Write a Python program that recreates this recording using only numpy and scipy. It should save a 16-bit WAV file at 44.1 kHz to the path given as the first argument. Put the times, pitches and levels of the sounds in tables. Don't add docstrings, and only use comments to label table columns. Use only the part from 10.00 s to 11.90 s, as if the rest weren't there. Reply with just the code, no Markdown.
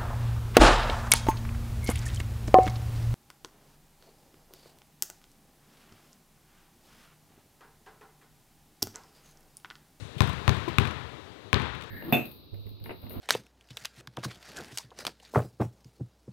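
import sys
import numpy as np
from scipy import signal
from scipy.fft import rfft, irfft
from scipy.io import wavfile
from scipy.ndimage import uniform_filter1d

SR = 44100
rng = np.random.default_rng(int(sys.argv[2]) if len(sys.argv) > 2 else 0)


def pcm_store(signal):
    levels = np.round(np.clip(np.atleast_2d(signal), -1, 1) * 32767)
    wavfile.write(sys.argv[1], SR, levels.astype(np.int16).T)


N = 83790

# (frequency [Hz], level [dB per Hz])
HALL_COLOUR = [(24, -43), (40, 11), (92, 1), (406, -11), (578, -21), (1030, -12), (3640, -20), (14500, -64),
               (16500, -77)]


def balls():
    # (time [s], slap [dB], ping [dB], thump [dB], hall [dB])
    bounces = [
        (0.206, -1, -10, -7, -1),
        (0.4791, -3, -10, -4.5, -1),
        (0.7846, 1, -9.5, -8, -0.5),
        (1.53, 1, -7.5, -9.5, 0.5),
    ]
    # (near wall lag [s], wall click pitch [Hz], thump lag [s], thump pitch [Hz], thump rise [s])
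    spots = [(.0139, 1500, .0012, 107, .001), (.0148, 2400, .0014, 105, .003),
             (.0137, 2000, .0013, 105, .001), (.0133, 3900, .0062, 98, .001)]
    # (slap pitch [Hz], rebound lag [s], rebound level [dB], slap t60 [s], ping t60 scale)
    contacts = [(2700, .0008, -9, .0006, 1.4), (2100, .0007, -14, .001, 1.1), (2300, .0008, -2, .0013, .7),
                (2200, .0012, -12, .0022, .8)]
    # (near wall scatter [dB], hall brightness at the top [dB], hall bass [dB])
    answers = [(-12, 10, -1), (-2.5, 6.5, -3), (-11.5, 5, -3.5), (-12, -1.5, -4.5)]
    overtones_db = [-1.1, -2.6, -1.1, 1.4]
    clicks_db = [-17, -4, -22, -7]
    swings = [1, 1, 1, -1]
    # (frequency [Hz], level [dB per Hz])
    earlier_colour = [(24, -40), (40, -6), (141, 1.5), (245, -39), (349, -1.5), (707, -28), (3640, -19),
                      (9010, -26), (16500, -54)]

    out = np.zeros(N)
    add(out, -0.18, hall(-10.5, earlier_colour))
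    for bounce, spot, contact, answer, boards_db, click_db, swing in zip(
            bounces, spots, contacts, answers, overtones_db, clicks_db, swings):
        s, slap_db, ping_db, thump_db, hall_db = bounce
        wall_s, wall_hz, thump_lag, thump_hz, thump_rise = spot
        slap_hz, back_s, back_db, slap_t60, ping_scale = contact
        scatter_db, bright_db, bass_db = answer

        slap = amp(slap_db) * skin_slap(slap_hz, back_s, back_db, slap_t60)
        ball = slap - amp(ping_db) * air_ping(back_s / 2, ping_scale)
        thump = swing * amp(thump_db) * floor_thump(thump_hz, boards_db, thump_lag, thump_rise)
        add(out, s, ball + thump)

        click = coloured(blow(wall_hz, 0, slap_t60), [(5000, 2), (12000, -4)])
        add(out, s + wall_s, -amp(click_db) * click)
        add(out, s + wall_s, amp(scatter_db) * smeared(ball, 0.006))
        add_echoes(out, s, ball, thump)

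        tilt = [(120, bass_db), (300, 0), (4500, 0.014), (10000, bright_db)]
        add(out, s, coloured(hall(hall_db, HALL_COLOUR), tilt))
    return out


def skin_slap(hz, back_s, back_db, t60):
    # (frequency [Hz], level [dB])
    skin_colour = [(500, -18), (1500, 0), (3700, -3), (5500, -5.5), (16000, -28.5)]
    t = quarter_second()
    noise = unit(coloured(rng.standard_normal(len(t)), skin_colour))
    skin = amp(-23.5 - 60 * t / 0.019) * noise
    return skin - blow(hz, 0, t60) - amp(back_db) * blow(hz, back_s, t60)


def blow(hz, lag_s, t60):
    return ring([(hz, 1.5 + 15 / (hz * t60), t60)], lag=lag_s, rise=0.00002)


def air_ping(lag_s, scale):
    # (frequency [Hz], level [dB], t60 [s])
    air_tones = [(1035, 1, .022), (1750, -3, .011), (2450, -7, .009), (3600, -12, .006)]
    tones = [(hz, db, t60 * scale) for hz, db, t60 in air_tones]
    return ring(tones, lag=lag_s, rise=0.0012)


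def floor_thump(hz, boards_db, lag_s, rise_s):
    # (frequency [Hz], level [dB], t60 [s])
    board_tones = [(201, -9.5, 0.058), (256.5, -10.5, 0.0307), (385.4, -10.5, 0.044), (767, -15, 0.03)]
    overtones = [(board_hz, db + boards_db, t60) for board_hz, db, t60 in board_tones]
    return ring([(hz, 4, 0.048)] + overtones, lag=lag_s, rise=rise_s)


def add_echoes(track, s, ball, thump):
    echo_lags = [.020, .025, .0325, .041, .068, .088, .125]
    # (slap and ping [dB], thump [dB])
    echo_levels = [(-22.5, -7), (-30, -5), (-20, -13.5), (-35, -19), (-17, -18.5), (-16, -14), (-22, -21)]
    for lag_s, (ball_db, thump_db) in zip(echo_lags, echo_levels):
        add(track, s + lag_s, amp(ball_db) * smeared(ball, 0.018))
        add(track, s + lag_s, -amp(thump_db) * thump)


def smeared(x, t60):
    # (frequency [Hz], level [dB])
    wall_colour = [(1000, -0.5), (4500, -2.5), (6000, -2.5), (16000, 4)]
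    t = np.arange(SR // 50) / SR
    smear = rng.standard_normal(len(t)) * amp(-60 * t / t60)
    return coloured(signal.fftconvolve(x, smear / np.linalg.norm(smear)), wall_colour)


def hall(db, colour):
    # (frequency [Hz], t60 [s])
    hall_decay = [(60, 1.7), (250, 0.49), (700, 1.19), (2000, 1.124), (4000, 0.97), (8000, 0.89),
                  (15000, 0.84)]
    lag_s, rise_s = 0.002, 0.0055
    hz, t, z = signal.stft(rng.standard_normal(2 * SR), SR, nperseg=512)
    fall_db = 60 * t / along(hall_decay, hz)[:, None]
    z = z * amp(along(colour, hz)[:, None] - fall_db)
    tail = signal.istft(z, SR, nperseg=512)[1]
    tail = tail / np.std(tail[:SR // 10])
    t = np.maximum(np.arange(len(tail)) / SR - lag_s, 0)
    return amp(db - 25.5) * tail * (1 - np.exp(-t / rise_s))


def players():
    return steps() + catch() + hand_ticks()


def steps():
    # (time [s], level [dB], frequency [Hz], t60 [s])
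    footsteps = [
        (.021, -26.5, 108, 0.035),
        (0.05, -31, 139, 0.036),
        (0.164, -24, 132, 0.048),
        (1.445, -43.5, 101, 0.13),
    ]
    out = np.zeros(N)
    for s, db, hz, t60 in footsteps:
        add(out, s, amp(db + 8.5) * ring([(hz, 0, t60)], rise=0.0072))
    return out


def catch():
    # (frequency [Hz], level [dB], t60 [s])
    catch_tones = [(340, -15.5, 0.046), (690, -25, 0.035), (1005, -24, 0.075)]
    out, catch_s = np.zeros(N), 0.677
    add(out, catch_s, amp(3) * ring(catch_tones, rise=0.0025))
    add(out, catch_s, hall(-9.5, HALL_COLOUR))
    return out


def hand_ticks():
    # (time [s], level [dB], t60 [s])
    puffs = [(0.179, -60, 0.076), (.678, -59.5, 0.088), (1.09, -61, 0.017), (1.7485, -53, .02),
             (1.81, -50, 0.012), (1.8214, -46, 0.013), (1.836, -52.5, 0.019)]
    # (frequency [Hz], level [dB])
    scuff_colour = [(1500, -40), (2200, 8), (3500, 3), (5000, -7), (8000, -13), (16000, -25)]
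    out, t = np.zeros(N), quarter_second()
    for s, db, t60 in puffs:
        shape = amp(db - 60 * t / t60) * (1 - np.exp(-t / 0.005))
        add(out, s, shape * rng.standard_normal(len(t)))
    return amp(34) * coloured(out, scuff_colour)


def air():
    # (frequency [Hz], level [dB per Hz])
    air_colour = [(25, -25), (70, -19.5), (400, -11), (700, -17), (1100, -19.5), (3900, -24), (6000, -34),
                  (16500, -57)]
    z = signal.stft(rng.standard_normal(N + 512), nperseg=512)[2]
    patches = uniform_filter1d(rng.standard_normal(z.shape), size=5, axis=0)
    patches = uniform_filter1d(patches, size=10, axis=1)
    rush = signal.istft(z * amp(0.7 * unit(patches)), nperseg=512)[1][:N]
    return amp(-46) * gain() * unit(coloured(rush, air_colour))


def gain():
    # (time [s], level [dB])
    gain_curve = [(0, -0.5), (.2, 2.5), (.22, -1.5), (.47, 6.5), (.5, 6), (.8, 4), (1.5, -1), (1.55, -3.5),
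                  (1.9, 1.5)]
    s, db = np.transpose(gain_curve)
    return amp(np.interp(np.arange(N) / SR, s, db))


def ring(modes, lag=0, rise=0):
    t = np.maximum(quarter_second() - lag, 0)
    tone = sum(amp(db - 60 * t / t60) * np.sin(2 * np.pi * hz * t) for hz, db, t60 in modes)
    return tone * (1 - np.exp(-t / (rise + 1e-5)))


def quarter_second():
    return np.arange(SR // 4) / SR


def add(track, s, x):
    i = round(s * SR)
    start = max(i, 0)
    x = x[max(-i, 0):][:len(track) - start]
    track[start:][:len(x)] += x


def coloured(x, points):
    m = 8192
    log_gain = np.log(amp(along(points, np.fft.rfftfreq(m, 1 / SR))))
    fold = np.r_[1, 2 * np.ones(m // 2 - 1), 1, np.zeros(m // 2 - 1)]
    response = irfft(np.exp(rfft(irfft(log_gain, m) * fold)), m)
    return signal.fftconvolve(x, response)[:len(x)]


def along(points, hz):
    f, v = np.transpose(points)
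    return np.interp(np.log(hz + 1), np.log(f + 1), v)


def unit(x):
    return x / np.sqrt(np.mean(x ** 2) + 1e-20)


def amp(db):
    return 10 ** (np.asarray(db) / 20)


def scene():
    return np.array([1, 0])[:, None] * (balls() + players() + air())


def record(dry):
    # (frequency [Hz], level [dB])
    mic_colour = [(20, -24), (45, -8.5), (75, 2), (150, 2.5), (3000, -1), (3800, 2), (5000, -3.5),
                  (16000, 3.5)]
    band_limits = [
        [16680],
        [15200],
    ]
    left = coloured(dry[0], mic_colour)
    left = left / (1 + np.abs(left / 0.99) ** 8) ** (1 / 8)
    leak = coloured(left, [(150, -57), (600, -82)])
    right = amp(-77) * gain() * rng.standard_normal(N) + leak
    both = rfft([left, right]) * (np.fft.rfftfreq(N, 1 / SR) < np.array(band_limits))
    return irfft(both, N)


dry = scene()
out = record(dry)
pcm_store(out)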